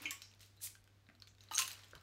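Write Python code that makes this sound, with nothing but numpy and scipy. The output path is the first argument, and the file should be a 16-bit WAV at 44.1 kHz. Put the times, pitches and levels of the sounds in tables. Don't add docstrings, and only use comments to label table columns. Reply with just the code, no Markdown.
import sys
import numpy as np
from scipy import signal
from scipy.fft import rfft, irfft
from scipy.io import wavfile
from scipy.ndimage import uniform_filter1d

SR = 44100
rng = np.random.default_rng(int(sys.argv[2]) if len(sys.argv) > 2 else 0)


def rack_gain(trim_db):
    fader = np.asarray(trim_db, float)
    return 10 ** (fader / 20)


def master_out(mix):
    frames = np.transpose(np.atleast_2d(mix))
    ceiling = np.clip(frames, -1, 1)
    pcm = np.round(ceiling * 32767).astype(np.int16)
    wavfile.write(sys.argv[1], SR, pcm)


N = 89478
RING_N = 13000
TICK_CYCLES = 48

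# (time [s], peak [dB], ring [Hz], crack against ring [dB], ring t60 [s])
SNAPS = [(1.512, -43.5, 2960, -5, 0.099), (1.525, -45.5, 12800, 1.5, 0.021), (1.537, -43, 3950, 10, 0.11),
         (1.5465, -38.5, 8600, 2, 0.057), (1.552, -27.5, 6450, -33, 0.055), (1.561, -29, 5900, -21, 0.025),
         (1.5727, -44, 2860, -3, 0.0088), (1.575, -39, 2985, 0, 0.1), (1.581, -20, 6420, -1, 0.022),
         (1.5885, -27.5, 9340, 4, 0.031), (1.5892, -28.5, 6600, 3, 0.033), (1.5931, -26, 7300, 3.5, 0.016),
         (1.597, -25.5, 5540, 4, 0.0096), (1.6042, -31.5, 9470, -9, 0.031), (1.6115, -40, 2670, -16, 0.016),
         (1.6192, -28, 2714, -1.5, 0.014), (1.622, -29.5, 5220, 2, 0.0041), (1.604, -39, 3840, -4, 0.0048)]


def evened(x):
    return x / np.sqrt(np.mean(x ** 2) + 1e-20)


def read(points, hz):
    f, value = np.transpose(points)
    return np.interp(np.log(hz + 1), np.log(f + 1), value)


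def add(mix, s, sound):
    part = mix[round(s * SR):][:len(sound)]
    part += sound[:len(part)]


def coloured(x, colour):
    gain = rack_gain(read(colour, np.fft.rfftfreq(len(x), 1 / SR)))
    return evened(irfft(rfft(x) * gain, len(x)))


def level(curve):
    s, db = np.transpose(curve)
    return rack_gain(np.interp(np.arange(N) / SR, s, db, left=-140, right=-140))


def wander(n, size):
    return evened(uniform_filter1d(uniform_filter1d(rng.standard_normal(n), size), size))


def fuzz(share, size):
    return 1 + share * wander(RING_N, size)


def ring(hz, t60, rise_s=0.0003):
    t = np.arange(RING_N) / SR
    decay = rack_gain(-60 * t / max(t60, .003))
    return np.sin(2 * np.pi * hz * t) * decay * np.minimum(t / rise_s, 1)


def grit(per_s, size_db, smooth):
    size = rack_gain(size_db * np.minimum(rng.exponential(1, N), 4))
    clicks = size * (rng.random(N) < per_s / SR) * rng.standard_normal(N)
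    return evened(clicks) + smooth * rng.standard_normal(N)


def hiss(curve, colour, x):
    dull_hz, dulling = 9500, 0.43
    gain, x = level(curve), coloured(x, colour)
    low = signal.lfilter(*signal.butter(2, dull_hz, fs=SR), x)
    treble = x - low
    return gain * (low + treble * (gain / gain.max()) ** dulling)


def hit(peak_db, hz, crack_db, t60, tilt_db):
    # (frequency [Hz], level [dB])
    crack_colour = [(500, -78), (1200, -1), (3000, 6), (8000, -0.5), (10200, -11.5), (12500, -2.5),
                    (16000, -14.5)]
    spread, side_db = .035, -11
    crack_s, chatter_s, chatter = .0013, .007, .25
    lead = 32

    sides = sum(ring(hz * (1 + spread * d), t60) for d in 2 * rng.random(2) - 1)
    tone = ring(hz, t60) + rack_gain(side_db) * sides
    t = np.arange(2048) / SR
    decay = np.exp(-t / crack_s) + chatter * np.exp(-t / chatter_s)
    burst = np.roll(rng.standard_normal(2048) * decay, lead)
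    tilted = [(f, db + tilt_db * np.log2(f / 4000)) for f, db in crack_colour]
    crack = np.zeros(len(tone))
    crack[:2048 - lead] = rack_gain(crack_db - 18.5) * coloured(burst, tilted)[lead:]
    return rack_gain(peak_db - 4) * signal.lfilter(*signal.butter(2, 700, "high", fs=SR), [tone, crack])


def ticks(rows):
    mix = np.zeros((N, 2))
    for s, db, hz, crack_db, tilt_db in rows:
        add(mix, s, hit(db, hz, crack_db, TICK_CYCLES / hz, tilt_db).T)
    return mix.T


def background():
    # (frequency [Hz], level [dB])
    floor_colour = [(31, -24), (43, 3.5), (103, -8.5), (160, -9.5), (300, -11.5), (600, -17.5), (6500, -39),
                    (16500, -37)]
    floor_db, hum_hz, hum_db, wobble_db = -74, 99.2, -69, -1.7
    hum_gain = np.sqrt(2) * rack_gain(hum_db + wobble_db * wander(N, 2000))
    hum = hum_gain * np.sin(2 * np.pi * hum_hz * np.arange(N) / SR)
    return hum + rack_gain(floor_db) * coloured(rng.standard_normal(N), floor_colour)


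def rustle():
    # (time [s], level [dB])
    hands = [(0, -60.5), (.04, -53), (.1, -60.5), (.3, -74), (.39, -75), (.41, -70.5), (.52, -77),
             (1.38, -80.5), (1.42, -71.5), (1.5, -71.5), (1.8, -63.5), (2.03, -73.5)]
    # (frequency [Hz], level [dB])
    hands_colour = [(300, -8.5), (1500, -1), (4100, -2.5), (6200, -7.5), (10500, -19), (16000, -22)]
    return level(hands) * coloured(grit(1500, 1.5, 1.5), hands_colour)


def keys():
    # (time [s], peak [dB], ring [Hz], crack against ring [dB], crack tilt [dB per octave])
    key_ticks = [(.314, -64, 4000, 11, -1), (.327, -64.5, 2520, 6, -3), (.3375, -55, 3950, 2.5, -1),
                 (.3485, -69, 9000, 7, 6), (.3945, -63, 4290, 7.5, 2), (.4135, -56, 8500, 2, 8),
                 (.461, -64, 12500, 9, 10), (.567, -70, 12000, 8, 7), (1.2178, -64, 13500, -3, 8),
                 (1.3145, -64, 3920, -2, -7), (1.350, -63, 4350, 4, -3), (1.392, -71, 13000, 0, 12),
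                 (1.431, -65, 6500, 1, 5), (1.731, -50, 12000, 9, 4), (1.818, -62, 4900, 6, 4),
                 (1.902, -63, 15100, 0, 14), (1.911, -54.5, 6700, 2.5, 4), (1.963, -57, 10000, -7, 1),
                 (2.011, -65, 5500, 6, 5)]
    return sum(ticks(key_ticks))


def shivers():
    starts = [.019, .02, .112, .111, .110, .110, .110, .221, .405, .405, .572, 1.281, 1.408, 1.088, 1.932,
              1.945, 1.512, 1.95]
    # (level [dB], t60 [s], centre [Hz], width [octaves])
    bands = [(-56.5, 0.12, 12000, 0.56), (-59, 0.34, 2640, .1), (-53.5, 0.23, 2080, 0.22),
             (-59.5, 0.37, 5640, 0.12), (-50.5, 0.23, 7500, 0.11), (-57, 0.17, 11000, 0.07),
             (-59, .25, 14200, .08), (-59, 0.39, 5450, 0.26), (-61.5, 0.42, 4100, 0.87),
             (-71.5, .4, 15000, 0.44), (-67, 0.2, 4000, 0.054), (-69, 0.26, 6400, .2),
             (-67.5, 0.21, 6200, 0.13), (-61, 0.26, 62, .4), (-63.5, 0.22, 440, 0.52),
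             (-63.5, 0.38, 63, 0.36), (-50.5, 0.1, 1430, 0.54), (-66.5, 0.41, 1170, 0.38)]
    rise_s = 0.001
    mix, t = np.zeros(N), np.arange(16384) / SR
    f = np.fft.rfftfreq(len(t), 1 / SR) + 1
    for s, (db, t60, hz, octaves) in zip(starts, bands):
        bell = np.exp(-.5 * (np.log2(f / hz) / octaves) ** 2)
        band = evened(irfft(rfft(rng.standard_normal(len(t))) * bell))
        add(mix, s, rack_gain(db - 60 * t / t60) * np.minimum(t / rise_s, 1) * band)
    return mix


def knocks():
    starts = [.011, .051, .1085, 1.955, 1.089, 1.099, 1.5118, 1.5118, 1.517, 1.5765, 1.579, 1.593, 1.596,
              1.536, 1.934, 1.933, 1.953, .219, 2.026]
    # (peak [dB], mode [Hz], t60 [s])
    modes = [(-54.5, 272, 0.12), (-50, 300, 0.062), (-61, 1700, .015), (-60.5, 140, 0.11),
             (-57, 236, 0.088), (-59.5, 690, 0.023), (-37, 910, 0.025), (-42, 1800, 0.011),
             (-41.5, 1234, 0.075), (-38.5, 1500, 0.021), (-47.5, 1280, .057), (-55, 1053, 0.034),
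             (-40, 1330, 0.058), (-45.5, 1980, .015), (-50.5, 640, 0.022), (-43, 1480, 0.011),
             (-53.5, 424, 0.033), (-45.5, 5500, 0.022), (-54, 540, .015)]
    mix = np.zeros(N)
    for s, (db, hz, t60) in zip(starts, modes):
        add(mix, s, rack_gain(db) * fuzz(0.36, size=250) * ring(hz, t60, rise_s=0.0011))
    return mix


def clink():
    # (frequency [Hz], level [dB], t60 [s])
    modes = [(2165, 1, 0.093), (2420, 17, 0.019), (2297, 2.5, 0.12), (2643, -11, 0.15), (2767, 1.5, 0.12),
             (2994, -1, 0.15), (3065, -2.5, 0.19), (6352, 0, 0.036), (6800, -3, 0.034)]
    start_s, clink_db = .0545, -43.5
    mix = np.zeros(N)
    for hz, db, t60 in modes:
        add(mix, start_s, rack_gain(clink_db + db) * fuzz(0.85, size=100) * ring(hz, t60, rise_s=0.004))
    return mix


def touches():
    # (time [s], peak [dB], ring
    # [Hz], crack against ring [dB], crack tilt [dB per octave])
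    contacts = [(.0034, -52.5, 2240, 0, -25), (0.0194, -43.5, 9300, 3, 26), (0.1082, -35, 7400, 8.5, 5.5),
                (.219, -47, 4080, 9.5, -0.5), (0.4065, -59, 6100, 5, 0), (0.4305, -52.5, 4260, 2.5, 1.5),
                (.5716, -67, 4000, 5, 4), (0.6052, -59, 1650, 1, -10), (.672, -56, 2180, 15.5, 0),
                (0.7527, -53.5, 1580, 5, -1.5), (0.841, -68, 2350, 10, 3), (.8758, -63, 1540, 7.5, -2.5),
                (1.0672, -60, 3900, -1.5, -24), (1.089, -56, 1600, 7, -12), (1.0986, -55, 2040, 2, -11.5),
                (1.151, -53.5, 4040, -2.5, -3.5), (1.201, -50.5, 5380, -8, 1), (1.2218, -41, 4300, -4, -5.5),
                (1.273, -49.5, 4300, -0.5, -1), (1.2772, -49.5, 3470, -2.5, -2),
                (1.3832, -55.5, 3730, -0.5, -4), (1.4072, -47.5, 3900, -5, -0.5), (1.4371, -54.5, 3730, 2, 1),
             (1.4870, -47.5, 4000, -10, -13), (1.6775, -37, 3740, 4.5, 6),
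             (1.679, -29.5, 10300, -5.5, -4.5), (1.7074, -46.5, 3150, 8, -4), (1.7156, -43, 5550, 7.5, 4),
             (1.7915, -49, 5500, -6, 3), (1.835, -49, 3970, 3, -4.5), (1.844, -52, 3340, 0, 2.5),
             (1.884, -55, 7200, -4, 18), (1.9086, -67, 2700, 8, -1), (1.952, -51.5, 3010, 8, -1),
             (1.979, -51.5, 3970, -23, 0)]
    return ticks(contacts)


def leak():
    # (time [s], level [dB])
    gas = [
        (.6, -71),
        (.62, -49.5),
        (.638, -42),
        (.668, -44.5),
        (.686, -51.5),
        (.73, -59.5),
        (.82, -78),
    ]
    # (frequency [Hz], level [dB])
    gas_colour = [(400, -26), (1400, -18.5), (4000, -8.5), (8500, -1.5), (12000, -1.5), (13300, -7.5),
                  (16000, -6.5)]
    return hiss(gas, gas_colour, grit(4700, 1.5, 10.0))


def jingle():
    total = np.zeros(N)
    for s, db, hz, crack_db, t60 in SNAPS:
        ping = ring(hz, TICK_CYCLES / hz)[:2048]
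        total += signal.oaconvolve(grit(40, 3.0, 0), ping)[:N]
    return rack_gain(-7) * evened(total)


def rattle():
    # (time [s], level [dB])
    scrape = [
        (1.511, -53),
        (1.545, -54.5),
        (1.6, -42.5),
        (1.65, -50.5),
        (1.73, -53),
        (1.79, -66),
        (1.9, -88),
    ]
    # (frequency [Hz], level [dB])
    scrape_colour = [(500, -5.5), (1100, 4), (3000, -6.5), (4000, 11.5), (6500, 0), (11000, 1.5),
                     (16000, 3)]
    return hiss(scrape, scrape_colour, grit(2500, 2.5, 1.0)) + level(scrape) * jingle()


def neck():
    starts = [1.5935, 1.625, .113, .112, .112, 1.513, .221, .222]
    # (peak [dB], frequency [Hz], t60 [s])
    modes = [
        (-40, 1055, 0.18),
        (-45.5, 1055, 0.12),
        (-51, 1112, 0.19),
        (-68, 5230, .22),
        (-54, 1800, 0.13),
        (-60, 318, 0.098),
        (-58.5, 4000, .15),
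        (-58, 5490, 0.23),
    ]
    mix = np.zeros(N)
    for s, (db, hz, t60) in zip(starts, modes):
        add(mix, s, rack_gain(db) * ring(hz, t60, rise_s=0.0012))
    return mix


def snaps():
    # (frequency [Hz], level [dB], t60 [s])
    cap_modes = [(3950, -23, 0.065), (8600, -18, 0.029), (10160, -24, 0.037), (14200, -23, 0.022)]
    mix = np.zeros(N)
    for s, db, hz, crack_db, t60 in SNAPS:
        add(mix, s, sum(hit(db, hz, crack_db, t60, tilt_db=1.5)))
        for cap_hz, cap_db, cap_t60 in cap_modes:
            uneven_db = 2 * rng.standard_normal()
            add(mix, s, rack_gain(db + cap_db + uneven_db) * ring(cap_hz, cap_t60))
    return mix


def room(x):
    # (frequency [Hz], t60 [s])
    decay = [(1000, 0.36), (3000, 0.28), (6000, 0.24), (10000, 0.27), (16000, 0.084)]
    room_db, gap_s = -6.5, .004
    taps = np.zeros(SR // 2)
    at = np.arange(0, SR // 2 - 20, 10)
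    taps[at + rng.integers(0, 10, len(at))] = rng.choice([-1., 1.], len(at))
    hz, t, z = signal.stft(taps, SR, nperseg=128)
    z = z * rack_gain(-60 * t / read(decay, hz)[:, None])
    tail = signal.istft(z, SR, nperseg=128)[1]
    tail = np.r_[np.zeros(round(gap_s * SR)), tail / np.linalg.norm(tail)]
    return rack_gain(room_db) * signal.fftconvolve(x, tail)[:N]


def scene():
    rings, cracks = touches()
    struck = cracks + knocks() + clink() + snaps()
    sent = struck + rack_gain(-4) * rings
    friction = rustle() + leak() + rattle()
    mix = background() + friction + keys() + shivers() + neck() + struck + rings + room(sent)
    return mix[None]


def band_limit(x):
    return signal.sosfilt(signal.butter(12, 16810, fs=SR, output="sos"), x)


def record(dry):
    edge_hz = 15800
    lowpass = signal.firwin(301, edge_hz, window=("kaiser", 4), fs=SR)
    return band_limit(signal.oaconvolve(dry, lowpass[None], "same"))


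dry = scene()
out = record(dry)
master_out(out)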